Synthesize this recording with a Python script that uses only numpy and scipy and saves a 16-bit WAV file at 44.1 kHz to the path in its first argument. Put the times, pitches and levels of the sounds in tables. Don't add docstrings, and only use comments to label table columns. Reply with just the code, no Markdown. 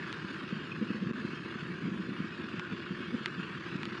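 import sys
import numpy as np
from scipy import signal
from scipy.fft import rfft, irfft, next_fast_len
from scipy.io import wavfile
from scipy.ndimage import uniform_filter1d, map_coordinates

SR = 44100
rng = np.random.default_rng(int(sys.argv[2]) if len(sys.argv) > 2 else 0)


def output_pcm(signal):
    pcm = np.clip(np.atleast_2d(signal).T, -1, 1) * 32767
    wavfile.write(sys.argv[1], SR, np.round(pcm).astype(np.int16))


N = 176400

# t/s, level/dB
RAIN_LOUDNESS = [(0.0, -47), (0.3, -46), (0.75, -48.5), (1.11, -49.5), (1.44, -47), (2.08, -49.5),
                 (2.32, -48), (2.91, -48), (3.53, -47), (4.0, -47)]
# f/Hz, level/dB
RAIN_SPECTRUM = [(350, -35.5), (600, -22), (773, -16.5), (1070, -1.5), (1640, -0.5), (1970, -6),
                 (2040, -11), (2620, -8.5), (3880, -15), (4510, -15.5), (5240, -21.5), (5680, -28),
                 (7070, -30), (8210, -41.5), (9430, -35), (12300, -77), (20700, -120)]
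# f/Hz, half width/Hz, boost/dB
RAIN_BOOSTS = [(1638, 200, 3), (2223, 94, 5.5), (2593, 86, 6.5), (2850, 22, 10.5), (3173, 11, 11.5),
               (3473, 36, 7)]
# f/Hz, depth/dB
SHIMMER_DEPTH = [(500, 0), (1500, 2), (3000, 3.5), (8000, 5.5)]
# f/Hz, level/dB
RUMBLE_SPECTRUM = [(20, 6), (40, -1), (75, -3), (105, -2.5), (140, 3), (210, 1.5), (280, -3.5), (400, -3.5),
                   (520, -14), (750, -21.5), (1200, -57.5)]
# t/s, level/dB, base f/Hz, time before fading/s
HEAVY_DROPS = [(.107, -39, 222, 0.0062), (0.245, -28, 184, 0.0051), (0.356, -38, 192, 0.019),
               (0.526, -21, 210, 0.0067), (0.563, -29, 200, 0.011), (0.611, -38, 227, 0.0037),
               (0.71, -37, 189, 0.017), (0.813, -23.5, 215.3, 0.025), (0.901, -24.5, 204, 0.016),
               (0.942, -31.5, 221.6, 0.021), (1.017, -28.5, 209.3, 0.023), (1.066, -23, 166, 0.0039),
               (1.088, -30.5, 219.4, 0.024), (1.108, -19.5, 196, 0.0053), (1.136, -31.5, 183, 0.013),
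               (1.15, -26.5, 190, 0.0052), (1.197, -36, 200, 0.034), (1.248, -23, 191, 0.0074),
               (1.332, -27.5, 203, 0.0044), (1.458, -33, 217, 0.011), (1.554, -28, 208, 0.0072),
               (1.624, -28, 175, 0.0064), (1.699, -31.5, 180.7, 0.025), (1.83, -31.5, 174, 0.011),
               (1.849, -27.5, 185, 0.015), (1.874, -24, 201, 0.013), (1.916, -22.5, 180, 0.0033),
               (1.937, -31.5, 203, 0.0092), (1.99, -27.5, 187.7, 0.025), (2.088, -25, 210, 0.0074),
               (2.106, -31.5, 198, 0.022), (2.2, -23, 193, 0.006), (2.243, -29, 203, 0.0097),
               (2.437, -31.5, 202, 0.0078), (2.539, -27, 219, 0.0076), (2.58, -28, 171, 0.012),
               (2.72, -26.5, 193.4, 0.019), (2.907, -27, 193.4, 0.015), (2.989, -27.5, 207, 0.0048),
               (3.12, -34.5, 208, 0.017), (3.14, -25, 213, 0.013), (3.377, -31.5, 184.3, 0.028),
               (3.428, -33.5, 215, 0.011), (3.649, -37, 185, 0.0075), (3.753, -23.5, 200, 0.0053),
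               (3.874, -30, 225, 0.0081), (3.918, -33, 208, 0.02)]
# multiple of base f, level/dB, t60/s
HOUSING_TONES = [(0.679, -23.5, 0.047), (1.004, -1.5, 0.043), (1.299, -10.5, 0.028), (1.62, -13.5, 0.042),
                 (2.251, -17.5, 0.0091)]
# t/s, level/dB, treble tilt/(dB per octave), multiple of base f
TWIG_DROPS = [(.127, -22, 2.5, 0.955), (2.5952, -19.5, 2.5, 0.82), (3.2587, -13.5, .5, 0.985),
              (3.8315, -19.5, -1.5, 0.926), (3.854, -22.5, 0, 1.05)]
# base f/Hz, level/dB, t60/s
TWIG_TONES = [(1026, -8.5, 0.014), (1374, -3.5, 0.0087), (2060, 0.5, 0.0065), (2610, -5.5, 0.006),
              (2950, -9.5, 0.018), (3230, -11.5, 0.018), (3690, -8.5, 0.011), (4370, -6.5, 0.0057),
              (6470, -15, 0.0037), (8820, -31, 0.0076)]
# t/s, level/dB, starting f/Hz, t60/s, waver/cycles
DRIP_PLINKS = [(0.7169, -23.5, 2570, 0.028, 0.15), (2.61, -36.5, 1480, 0.27, .22),
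               (2.862, -26.5, 1455, 0.034, 0.12)]
# peak t/s, half length/s, level/dB
WIND_PUFFS = [(0.852, 0.1, -45), (1.062, 0.042, -40), (1.229, 0.077, -42.5), (1.899, 0.15, -42),
              (2.095, 0.043, -60)]
# f/Hz, level/dB
WIND_SPECTRUM = [(60, -27.5), (130, -4), (200, 8), (290, -4), (400, -14), (600, -26), (1200, -68.5)]
# t/s, half length/s, level/dB
STUTTER_DIPS = [(1.1205, .0036, -16), (1.1297, .0028, -20)]

THUD_ATTACK_S = 0.00577


def amp(db):
    return 10 ** (np.asarray(db) / 20)


def unit(x):
    return x / np.sqrt(np.mean(x ** 2) + 1e-20)


def filtered(x, response):
    size = next_fast_len(N + SR // 2)
    return irfft(rfft(x, size) * response(np.fft.rfftfreq(size, 1 / SR)), size)[:N]


def coloured(x, spectrum):
    f, db = np.transpose(spectrum)
    return unit(filtered(x, lambda hz: amp(np.interp(np.log(hz + 1), np.log(f + 1), db))))


def wobble(per_s):
    return map_coordinates(rng.standard_normal(1024), [np.arange(N) * per_s / SR], mode="wrap")


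def add(track, s, sound):
    part = track[max(0, round(s * SR)):][:len(sound)]
    part += sound[:len(part)]


def shimmer(x):
    hz, _, bands = signal.stft(x, SR, nperseg=1024)
    swell = uniform_filter1d(rng.standard_normal(bands.shape), size=4, axis=0)
    swell = uniform_filter1d(swell, size=7, axis=1)
    depth_db = np.interp(hz, *np.transpose(SHIMMER_DEPTH))[:, None]
    gain = amp(depth_db * np.clip(unit(swell), -3, 1.6))
    gain /= np.sqrt(np.mean(gain ** 2, axis=1, keepdims=True))
    return unit(signal.istft(bands * gain, nperseg=1024)[1][:N])


def rain(droplets_per_s=1100, flutter_below_hz=2620):
    hiss = shimmer(coloured(rng.standard_normal(N), RAIN_SPECTRUM))
    hiss *= amp(-0.65 + 1.3 * wobble(per_s=110))
    lows = filtered(hiss, lambda hz: 1 / (1 + (hz / flutter_below_hz) ** 8))
    flutter = unit(amp(np.minimum(3.2 * wobble(per_s=160), 2)))
    hiss = hiss - lows + lows * flutter
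    hits = (rng.random(N) < droplets_per_s / SR) * rng.choice([-1, 1], N)
    sizes = amp(6 * np.clip(rng.standard_normal(N), -2, 2))
    droplets = amp(-9) * coloured(hits * sizes, RAIN_SPECTRUM)
    boost = lambda hz: amp(sum(db / (1 + ((hz - f) / width) ** 2) for f, width, db in RAIN_BOOSTS))
    level_db = np.interp(np.arange(N) / SR, *np.transpose(RAIN_LOUDNESS)) + 0.4 * wobble(per_s=9)
    return amp(level_db) * filtered(hiss + droplets, boost)


def rumble_and_drone(drone_hz=342, half_width_hz=32.3):
    rumble = coloured(rng.standard_normal(N), RUMBLE_SPECTRUM)
    drone = filtered(rng.standard_normal(N), lambda hz: 1 / (1 + ((hz - drone_hz) / half_width_hz) ** 4))
    return amp(-45) * rumble + amp(-49) * unit(drone)


def thud(base_hz, hold_s):
    out, t = np.zeros(SR // 8), np.arange(SR // 8) / SR
    rise = np.sin(np.pi / 2 * np.minimum(t / THUD_ATTACK_S, 1)) ** 2
    fading_s = np.maximum(t - hold_s, 0)
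    for ratio, db, t60 in HOUSING_TONES:
        extra_db, detune, phase = rng.uniform(-1.035, 1, 3)
        hz = base_hz * ratio * (1 + 0.063 * detune)
        out += amp(db + extra_db - 60 * fading_s / t60) * np.sin(2 * np.pi * (hz * t + phase))
    return rise * out


def drops_on_housing(small_per_s=45):
    out = np.zeros(N)
    for s, db, hz, hold_s in HEAVY_DROPS:
        add(out, s - THUD_ATTACK_S / 2, amp(db - 1.5) * thud(hz, hold_s))
    count = int(small_per_s * N / SR)
    for when, size, pitch in rng.uniform(-1, 1, (count, 3)):
        small_drop = amp(-46 + 7 * size) * thud(base_hz=200.4 * 2 ** (0.4 * pitch), hold_s=0.019)
        add(out, (when + 1) / 2 * N / SR, small_drop)
    return out


def twig_ticks(lag_at_1khz_s=0.00045, splash_t60=0.015):
    out, t = np.zeros(N), np.arange(SR // 16) / SR
    for s, db, tilt_db, ratio in TWIG_DROPS:
        ring = np.zeros(len(t))
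        for k, (base_hz, tone_db, t60) in enumerate(TWIG_TONES):
            hz = base_hz * ratio
            lag_s = lag_at_1khz_s * np.sqrt(1000 / hz)
            age = np.maximum(t - lag_s, 0)
            rise = 1 - np.exp(-age * 2 * hz)
            fade = amp(tone_db + tilt_db * np.log2(hz / 2000) - 60 * age / t60)
            ring += (-1) ** k * rise * fade * np.sin(2 * np.pi * hz * age)
        splash = coloured(rng.standard_normal(N), RAIN_SPECTRUM)[:len(t)]
        splash *= amp(-17 - 60 * t / splash_t60)
        add(out, s, amp(db) * (amp(-7) * ring + splash))
    return out


def drips(attack_s=0.0047, pitch_rise_per_s=0.15):
    out, t = np.zeros(N), np.arange(SR // 6) / SR
    rise = 1 - np.exp(-t / attack_s)
    for s, db, hz, t60, waver in DRIP_PLINKS:
        cycles = hz * t * (1 + pitch_rise_per_s * t / 2) + waver * wobble(per_s=240)[:len(t)]
        add(out, s, rise * amp(db - 60 * t / t60) * np.sin(2 * np.pi * cycles))
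    return out


def wind():
    t = np.arange(N) / SR
    strength = sum(amp(db) * np.exp(-((t - s) / half_s) ** 2) for s, half_s, db in WIND_PUFFS)
    return strength * coloured(rng.standard_normal(N), WIND_SPECTRUM)


def scene():
    return (rain() + rumble_and_drone() + twig_ticks() + drips() + drops_on_housing() + wind())[None]


def record(dry, low_cut_hz=90.5, top_hz=9620):
    t = np.arange(N) / SR
    stutter = amp(sum(db * np.exp(-((t - s) / half_s) ** 4) for s, half_s, db in STUTTER_DIPS))
    low_cut = signal.butter(4, low_cut_hz, "highpass", fs=SR, output="sos")
    thinned = signal.sosfilt(low_cut, stutter * dry)
    return np.array([filtered(channel, lambda hz: hz < top_hz) for channel in thinned])


dry = scene()
out = record(dry)
output_pcm(out)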